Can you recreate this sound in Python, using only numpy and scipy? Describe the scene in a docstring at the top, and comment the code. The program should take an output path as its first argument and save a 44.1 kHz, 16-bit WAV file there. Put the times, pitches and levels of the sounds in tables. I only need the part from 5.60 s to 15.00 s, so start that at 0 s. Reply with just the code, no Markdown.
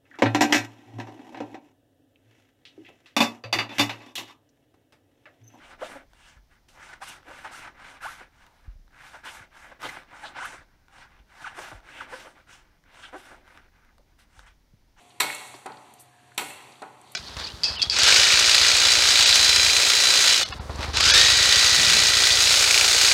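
"""A serrated table knife saws a bread roll in half on a wooden board, in a small quiet room.
The teeth make a rasp, a hollow weight and a crust fizz: noise and tiny cracks, coloured and shaped stroke by stroke.
Slip pulses make short gliding creaks, narrow noise bands make scrapes, rubs and whistles, clicks make crust snaps.
Low dying tones are the hand and the roll bumping the board; faint reflections and a steady room tone sit around it."""
import sys
import numpy as np
from scipy import signal
from scipy.fft import rfft, irfft
from scipy.io import wavfile
from scipy.ndimage import uniform_filter1d, map_coordinates

SR = 44100
rng = np.random.default_rng(int(sys.argv[2]) if len(sys.argv) > 2 else 0)


def unload_audio(sound):
    """Save the sound as a 16-bit wav file, at the path given as the first command line argument."""
    columns = np.transpose(np.atleast_2d(sound))
    # keep every value between -1 and 1, then stretch to whole-number steps
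    steps = np.round(np.clip(columns, -1, 1) * 32767)
    wavfile.write(sys.argv[1], SR, steps.astype(np.int16))


N = 414540
TIME = np.arange(N) / SR

# strokes of the blade, then the parting of the halves: (fastest moment [s], speeding up [s], slowing down [s],
# rasp level [dB], change of pressure over the stroke [dB], hollow weight of the roll relative to the rasp [dB],
# crust fizz relative to the rasp [dB], share of fine fizz [0-1]: 0 is all coarse fizz, 1 is all fine, bright fizz)
STROKES = [(0.092, 0.14, 0.088, -49.5, 5, -10.5, -11, 0.0), (0.25, 0.078, 0.22, -47, -2.5, -4, -4.5, 0.3),
           (0.694, 0.25, 0.12, -59.5, 10, -14, -1.5, 0.0), (0.938, 0.05, 0.067, -65.0, 2, -12, -7, 0.0),
           (1.088, 0.0071, 0.16, -65.5, 21.5, -7, 8, 0.3), (1.266, 0.14, 0.15, -49.5, -3, -14, -8, 0.0),
           (1.442, 0.045, 0.2, -48, 5, -13, 2, 0.38), (1.826, 0.25, 0.111, -47.5, 8, -11, -6.5, 0.31),
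           (1.941, 0.048, 0.21, -46, 6, -13, -3, 0.36), (2.304, 0.189, 0.12, -48.0, -10, -13, -10, 0.0),
           (2.439, 0.042, 0.27, -44.0, -2, -19.5, -4.5, 0.51),
           (2.863, 0.24, 0.025, -56.5, 21, -15, -12.5, 0), (2.962, 0.24, 0.23, -66, 15, -12, -8, 0.8),
           (3.499, 0.22, 0.18, -51.5, -2, -20, -6, 0.43), (3.672, 0.048, 0.23, -46, -2.5, -14, -2, 0.45),
           (4.004, 0.12, 0.2, -54, 10, -10, -6.5, 0.36), (4.253, 0.07, 0.23, -42.5, 0, -13.5, -4.5, 0.56),
           (4.654, 0.22, 0.11, -47, -0.5, -11.5, -9, 0.0), (4.849, 0.14, 0.22, -42, -14, -15, -8.5, 0.11),
           (5.143, 0.193, 0.19, -71, -2, -12, -28, 0.0), (5.401, 0.132, 0.093, -53.5, 6, -16, -5.5, 0.0),
           (5.5, 0.032, 0.15, -60.5, 8, -13, -17, 0.3), (5.852, 0.23, 0.13, -49, 11.5, -17, -8, 0.15),
           (6.02, 0.11, 0.22, -45.5, -2, -12, -2.5, 0.2), (6.403, 0.22, 0.09, -46.0, 7, -10, -8.5, 0.24),
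           (6.575, 0.138, 0.22, -48.5, -8.5, -9.5, -4, 0.25),
           (6.773, 0.028, 0.109, -54.5, -15, -10, -19, 0.5),
           (6.917, 0.065, 0.159, -54.5, -1, -16, -1.5, 0.0),
           (7.073, 0.04, 0.15, -65.5, -4.5, -16, -22, 0.2), (7.456, 0.22, 0.087, -51, -4, -14, -6.5, 0.12),
           (7.591, 0.11, 0.28, -54, 3.5, -8, -2.5, 0.34), (7.898, 0.078, 0.214, -56, 2, -11, -15, 1.0),
           (8.162, 0.056, 0.25, -65.5, 1, -13, -20, 0.3), (8.468, 0.008, 0.092, -78, 15, -13, -18, 0.1),
           (8.597, 0.023, 0.082, -63.5, -5, -14, 0.5, 0.47), (8.805, 0.165, 0.07, -59, 18, -20, -5, 0.075),
           (8.865, 0.008, 0.08, -58, 4, -21, -9, 0.0), (9.395, 0.039, 0.02, -54, 13, -24, -9, 0.0)]
# stick-slip creaks: (loudest moment [s], swell [s], fade [s], first slip rate [Hz], last slip rate [Hz],
# level [dB], roughness [0-1])
CREAKS = [ (.213, 0.0034, 0.0156, 259, 338, -41.5, .12), (.234, 0.02, 0.004, 368, 710, -30, 0.02),
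          (.244, .006, 0.026, 595, 696, -46, 0), (.359, .007, 0.019, 291, 270, -42, 0.04),
          (1.336, 0.0073, 0.007, 1700, 1264, -41, 0.21), (1.426, 0.013, 0.017, 696, 1164, -37, 0.14),
          (1.682, 0.025, .012, 201, 338, -49.5, .1), (1.708, 0.022, .021, 449, 698, -43, 0.39),
          (1.851, 0.0075, 0.025, 996, 590, -35.5, .2), (1.946, 0.016, 0.0098, 1120, 1600, -42, 0.09),
          (2.051, 0.0041, 0.019, 1465, 1110, -43.5, 0.21), (2.453, 0.028, .016, 1287, 1423, -33.5, 0.08),
          (2.461, .015, 0.034, 604, 1450, -34, 0.06), (2.618, .014, 0.0067, 393, 172, -45.5, .25),
          (3.548, 0.015, 0.029, 1055, 546, -43, 0.33), (3.672, 0.019, 0.026, 898, 1600, -38.5, 0.28),
          (4.122, .008, 0.0085, 640, 538, -45, 0.23), (4.232, .005, 0.02, 995, 1260, -34.5, 0.2),
          (4.254, .020, .022, 261, 478, -34, 0.3), (4.292, .0055, 0.0104, 2326, 2250, -36, .1),
          (4.372, .0031, 0.0061, 612, 257, -39, 0.29), (4.641, .010, .034, 885, 607, -37.5, .14),
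          (4.822, 0.057, .0093, 433, 1762, -35, 0.11), (4.857, .043, 0.00536, 675, 1556, -31.5, 0.09),
          (4.938, 0.014, 0.026, 454, 202, -45.5, 0.31), (5.847, 0.0053, 0.034, 1522, 616, -35, 0.06),
          (5.868, .011, 0.02, 2050, 1007, -36.5, 0.11), (5.986, .010, 0.024, 322.7, 414, -36.5, 0.3),
          (6.116, .003, 0.024, 345.3, 201, -41.5, 0.45), (6.409, 0.0058, .014, 1670, 760, -34, 0.06),
          (6.537, .016, 0.011, 453, 551, -36.5, .17), (6.666, .02, .03, 477, 260, -45.5, .35),
          (7.442, 0.012, 0.019, 1350, 1750, -42.5, 0.18), (7.553, 0.029, 0.021, 208.5, 431, -38, 0.13),
          (7.72, .012, 0.034, 486, 260, -46.5, 0.4)]
# short bursts of noise round one pitch, as crust scrapes, low rubs and knocks, high blade whistles:
# (loudest moment [s], length [s], pitch [Hz], level [dB])
NOISE_BURSTS = [(.09, .062, 3100, -48), (.134, .02, 1800, -50), (.65, .08, 2820, -61),
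                (0.694, 0.04, 6600, -62), (1.49, 0.026, 9200, -48), (2.026, 0.12, 2250, -49),
                (2.891, 0.12, 900, -63.5), (3.681, .044, 2760, -42), (4.258, 0.042, 3400, -40),
                (4.667, 0.044, 3630, -45.5), (4.859, .019, 9600, -50), (5.876, 0.038, 2670, -49),
                (6.38, 0.13, 2650, -49), (7.448, 0.043, 3100, -47), (7.99, .03, 1600, -55),
                (8.396, .035, 660, -63), (8.882, 0.024, 2900, -59.5)]
# crust snaps: (time [s], peak level [dB], crispness [0-1])
SNAPS = [(0.534, -42, .3), (1.088, -47, 1), (1.63, -45, 0), (2.866, -43, 0.8), (3.279, -51, .3),
         (3.379, -44.5, 0), (4.219, -32, 0.4), (4.231, -32, .3), (4.434, -40.5, 0), (4.923, -32, .1),
         (5.283, -44, 0), (6.203, -45, 0.1), (7.239, -51, .6), (7.878, -42, .3), (7.975, -35, 0),
         (8.249, -51, 0.6), (8.382, -47, 0.76), (8.793, -34.5, .3)]
# bumps on the board: (time [s], level [dB], settled pitch [Hz], t60 [s])
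BUMPS = [(0.767, -45.5, 46.4, 0.26), (3.056, -49, 56, 0.17), (3.079, -30, 41.3, 0.22),
         (3.155, -39, 33.2, 0.36), (3.194, -52, 110, 0.07), (3.806, -46, 85.5, 0.1), (4.99, -45, 55, 0.1),
         (5.598, -46, 43.7, 0.22), (6.123, -43.5, 92, 0.2), (6.146, -40.5, 42.4, 0.27),
         (8.776, -46, 46.4, 0.62), (9.136, -41.5, 91, 0.05)]
# resonances of roll, blade and board: (centre [Hz], width [Hz], lift [dB])
BODY_RESONANCES = [(270, 117, 6), (373, 72, 3), (521, 15, 7), (590, 13, -1), (640, 23, 1.5), (785, 25, 5.5),
                   (900, 117, 4), (1210, 58, 0), (1250, 120, 2), (1357, 68, 4.5), (1450, 49, 6),
                   (1537, 34, 4), (1600, 184, 7), (1705, 31, 4), (1925, 20, 6.5), (2066, 124, 3),
                   (2500, 38, 3), (2820, 63, 4.5), (3094, 87, 4), (3494, 140, 5), (3920, 220, 3),
                   (5380, 310, 3), (5960, 240, 4.5)]
# colour of the teeth in crust and crumb: (frequency [Hz], relative level [dB])
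RASP_COLOUR = [(200, -48.5), (480, -13.5), (740, 1), (1100, 2), (1550, 0), (1800, 0.5), (2300, 1.5),
               (2650, -4.5), (3300, -10.5), (4000, -12.5), (5500, -19), (12000, -61)]
# colour of the hollow roll: (frequency [Hz], relative level [dB])
HOLLOW_COLOUR = [(100, -27.5), (180, -11), (270, -5), (450, -6.5), (560, -2.5), (680, 0), (900, -13),
                 (2500, -41.5)]
# colour of the coarse crust fizz: (frequency [Hz], relative level [dB])
COARSE_FIZZ_COLOUR = [(1200, -20.5), (2800, 7), (4000, -2.5), (5500, -1), (7300, -0.5), (9200, -1),
                      (10800, -13.5), (13000, -19), (16000, -24)]
# colour of the fine crust fizz: (frequency [Hz], relative level [dB])
FINE_FIZZ_COLOUR = [(1200, -24), (2500, -3), (4000, 2.5), (5500, -3), (7300, -2.5), (9100, 0.5),
                    (10500, -2), (12500, -7), (14000, -13), (16000, -25)]
# colour of the creaking blade: (frequency [Hz], relative level [dB])
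CREAK_COLOUR = [(80, -22), (250, -5.5), (600, 4.5), (1000, 2.5), (1450, -0.5), (1900, -2.5), (2600, -7.5),
                (4000, -16.5), (9000, -16.5), (16000, -47)]
# colour of breaking crust: (frequency [Hz], relative level [dB])
SNAP_COLOUR = [(100, -34), (500, -2), (1000, 8.5), (1500, 7.5), (2500, -2.5), (4500, -7.5), (8000, -17),
               (16000, -28.5)]
# colour of the thrumming board: (frequency [Hz], relative level [dB])
THRUM_COLOUR = [(40, -19), (90, 5), (140, 8.5), (220, -9.5), (400, -44), (1500, -58)]
# colour of the room tone: (frequency [Hz], relative level [dB per Hz])
ROOM_TONE_COLOUR = [(12, -7.5), (20, 6.5), (52, 1.5), (129, -10), (282, -13.5), (465, -20.5), (881, -20.5),
                    (1200, -26.5), (1540, -26), (1870, -25.5), (2150, -25.5), (2540, -29.5), (5850, -28.5),
                    (7730, -39), (15500, -37.5)]
# decay of the reflections: (frequency [Hz], t60 [s])
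ROOM_DECAY = [(150, 0.38), (1500, 0.16), (5000, 0.3), (14000, 0.017)]


def amp(db):
    """Decibels to gain."""
    return 10 ** (np.asarray(db) / 20)


def evened(x):
    """Scales to rms 1."""
    return x / np.sqrt(np.mean(x ** 2) + 1e-20)


def read(points, hz):
    """Reads a table along a log-frequency axis."""
    f, value = np.transpose(points)
    return np.interp(np.log(hz + 1), np.log(f + 1), value)


def add(mix, s, sound):
    """Mixes a sound in at time s."""
    part = mix[max(round(s * SR), 0):][:len(sound)]
    part += sound[:len(part)]


def wander(length, hz):
    """Smooth chance of rms 1 that changes about hz times a second."""
    at = np.arange(length) * hz / SR
    return evened(np.interp(at, np.arange(length), rng.standard_normal(length)))


def room_tone(level_db=-62):
    """Steady low rumble and faint hiss: noise given one fixed colour."""
    colour = amp(read(ROOM_TONE_COLOUR, np.fft.rfftfreq(N, 1 / SR)))
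    noise = rng.standard_normal(N)
    return amp(level_db) * evened(irfft(rfft(noise) * colour, N))


def room(x, wet_db=-15, gap_s=0.0034):
    """Dense faint reflections off table and walls, the top treble dying first."""
    length = SR // 2
    taps = rng.standard_normal(length) * (TIME[:length] > gap_s)
    hz, t, bands = signal.stft(taps, SR, nperseg=256)
    decay = np.exp(-np.log(1000) * t / read(ROOM_DECAY, hz)[:, None])
    tail = signal.istft(bands * decay, SR)[1]
    return x + amp(wet_db) * signal.oaconvolve(x, tail / np.linalg.norm(tail))[:N]


def body(colour, size=4096):
    """Causal response to one click: a broad colour lifted at the resonances of roll, blade and board."""
    hz = np.fft.rfftfreq(size, 1 / SR)
    db = read(colour, hz)
    for f, width, lift in BODY_RESONANCES:
        db = db + lift / (1 + (2 * (hz - f) / width) ** 2)
    log_gain = np.log(amp(np.r_[db, db[-2:0:-1]]))
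    minimum_phase = np.exp(np.conj(signal.hilbert(log_gain)))
    return np.fft.ifft(minimum_phase).real[:size // 2]


def ring(drive, colour):
    """Passes a drive through the body."""
    return signal.oaconvolve(drive, body(colour))[:len(drive)]


def bumps(rise_s=0.002, sag=0.85, sag_s=0.0073, knock=0.15, knock_s=0.008):
    """Board and table give a dull low shudder, stiffer and knocking for the first instant of contact."""
    out, t = np.zeros(N), np.arange(SR // 2) / SR
    for s, db, hz, t60 in BUMPS:
        # the pitch starts high and sags to its settled value
        turns = np.cumsum(hz * (1 + sag * np.exp(-t / sag_s))) / SR
        shudder = np.exp(-np.log(1000) * t / t60) * np.sin(2 * np.pi * turns)
        thud = evened(ring(rng.standard_normal(len(t)), THRUM_COLOUR))
        contact = knock * thud * np.exp(-t / knock_s)
        add(out, s, amp(db) * (1 - np.exp(-t / rise_s)) * (shudder + contact))
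    return out


def snaps(splinter=0.27, spray_s=0.0014, size=2048):
    """A flake of crust breaks: one click and a quickly dying spray of splinters."""
    out, t = np.zeros(N), np.arange(size) / SR
    for s, db, crisp in SNAPS:
        spray = splinter * rng.standard_normal(size) * np.exp(-t / spray_s)
        snap = ring((t == 0) + spray, SNAP_COLOUR)
        snap = signal.lfilter([1, -np.clip(crisp, 0, 1)], [1], snap)  # dry, thin flakes have less bass
        add(out, s, amp(db) * snap / abs(snap).max())
    return out


def creaks(curve=0.86, uneven=0.73, jitter_hz=900, softest=0.79, sharpness=30, sharpest_hz=8000, size=8192):
    """The blade's flank sticks and slips in the crumb: one pulse a slip, at a gliding, jittery rate."""
    out, t = np.zeros(N), np.arange(size) / SR
    for s, swell, fade, first_hz, last_hz, db, rough in CREAKS:
        glide = np.interp(t, [0, swell + fade], [first_hz, last_hz])
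        rate = glide * np.exp(rough * wander(size, jitter_hz))
        turns = np.cumsum(rate) / SR
        # each whole turn is one slip, placed between samples
        places = np.interp(np.arange(1, turns[-1]), turns, np.arange(size))
        places = places[places < (swell + fade) * SR]
        force = np.exp(uneven * rough * rng.standard_normal(size)[:len(places)])
        force *= np.interp(places / SR, [0, swell, swell + fade], [0, 1, 0]) ** (curve / 2)
        pulses = force @ np.sinc(np.arange(size) - places[:, None])
        slips = ring(pulses, CREAK_COLOUR)
        # fast, rough slips are the sharpest; soft crumb lets go slowly
        sharp_hz = min((softest + sharpness * rough) * (first_hz + last_hz) / 2, sharpest_hz)
        pole = np.exp(-2 * np.pi * sharp_hz / SR)
        slips = signal.lfilter([1], np.poly([pole, pole]), slips)
        loudest = np.sqrt(uniform_filter1d(slips ** 2, size=400).max())
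        add(out, s - swell, amp(db) * slips / loudest)
    return out


def noise_bursts(width=0.41):
    """Scrapes, rubs, knocks and whistles: noise gathered round one pitch; width is a share of that pitch."""
    length = SR // 2
    out, hz, t = np.zeros(N), np.fft.rfftfreq(length, 1 / SR), np.arange(length) / SR
    middle = t.mean()
    for s, length_s, pitch_hz, db in NOISE_BURSTS:
        band = 1 / (1 + ((hz - pitch_hz) / (width * pitch_hz)) ** 2) ** 2
        noise = evened(irfft(rfft(rng.standard_normal(length)) * band, length))
        swell = np.exp(-(2 * (t - middle) / length_s) ** 2)
        add(out, s - middle, amp(db) * noise * swell)
    return out


def blade(running_speed=0.72, hollow_power=0.5, fizz_power=2.5):
    """Each stroke speeds up and slows to rest in one arch, driving rasp, hollow weight, coarse and fine fizz."""
    power = np.zeros((4, N))
    for s, rise, fall, db, press_db, hollow_db, fizz_db, fine in STROKES:
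        now = (TIME > s - rise) & (TIME < s + fall)
        t = TIME[now] - s
        speed = np.cos(np.pi / 2 * np.interp(t, [-rise, 0, fall], [-1, 0, 1]))
        # the rasp levels off once the teeth run (running_speed is a share of the stroke's top speed)
        running = speed ** 2 * (1 + running_speed ** 2) / (speed ** 2 + running_speed ** 2)
        pressure = amp(db + press_db * t / (rise + fall))
        rasp = pressure * running
        hollow = pressure * amp(hollow_db) * running ** hollow_power  # the roll answers almost at once
        fizz = amp(db + fizz_db) * speed ** fizz_power  # the crust fizzes only near full speed
        fine = np.clip(fine, 0, 1)
        power[:, now] += np.square([rasp, hollow, (1 - fine) * fizz, fine * fizz])
    return np.sqrt(power)


def crumble(per_s, spread_db, rub):
    """Many tiny fractures of uneven size over the smooth rubbing of the blade."""
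    size = amp(spread_db * np.minimum(rng.exponential(1, N), 4))
    cracks = size * rng.choice([-1, 1], N) * (rng.random(N) < per_s / SR)
    return evened(evened(cracks) + rub * rng.standard_normal(N))


def drifting(x, drift_db, drift_hz, size=512, count=12):
    """The blade's contact point travels, so broad bands swell and sink independently."""
    hz, t, z = signal.stft(x, SR, nperseg=size)
    bands = rng.standard_normal((count, int(t[-1] * drift_hz) + 2))
    place = np.meshgrid(np.sqrt(hz / hz[-1]) * (count - 1), t * drift_hz, indexing="ij")
    drift = map_coordinates(bands, place, order=1)
    return signal.istft(z * amp(drift_db * drift), SR)[1][:N]


def sawing(thrum_db=-18, crackle_db=-10, catch_db=1.42, catch_hz=130, flutter_db=1.03, flutter_hz=35):
    """Teeth break crust and crumb; the bite wavers as they catch and come free, and the board thrums under the roll."""
    rasp, hollow, coarse, fine = blade()
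    bite = evened(amp(catch_db * wander(N, catch_hz)))

    tearing = drifting(bite * crumble(per_s=3000, spread_db=0.5, rub=0.76), drift_db=3.0, drift_hz=24.48)
    crumb = evened(ring(tearing, RASP_COLOUR))
    flakes = evened(ring(crumble(per_s=140, spread_db=1.5, rub=0), SNAP_COLOUR))
    teeth = rasp * (crumb + amp(crackle_db) * flakes)

    crust = crumble(per_s=7000, spread_db=3.0, rub=1.5) * np.sqrt(bite)
    crust = drifting(crust, drift_db=2.4, drift_hz=16)
    fizz = fine * evened(ring(crust, FINE_FIZZ_COLOUR))
    fizz += coarse * evened(ring(crust, COARSE_FIZZ_COLOUR))

    tugs = bite * crumble(per_s=900, spread_db=4.5, rub=0.54)
    weight = hollow * evened(ring(tugs, HOLLOW_COLOUR))
    thrum = amp(thrum_db) * rasp * evened(ring(tugs, THRUM_COLOUR))

    flutter = evened(amp(flutter_db * wander(N, flutter_hz)))  # the crust is uneven along the cut
    return flutter * (teeth + fizz + weight + thrum)


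def scene():
    """Knife and roll with the room's reflections, over the dry bumps of the board and the room tone."""
    cutting = sawing() + noise_bursts() + creaks() + snaps()
    return (room(cutting) + bumps() + room_tone())[None]


def record(dry, edge_hz=15750):
    """The recorder's band limit: a steep low-pass takes off the top treble."""
    low_pass = signal.firwin(511, edge_hz, window=("kaiser", 9), fs=SR)
    return signal.oaconvolve(dry, low_pass[None], "same")


dry = scene()
out = record(dry)
unload_audio(out)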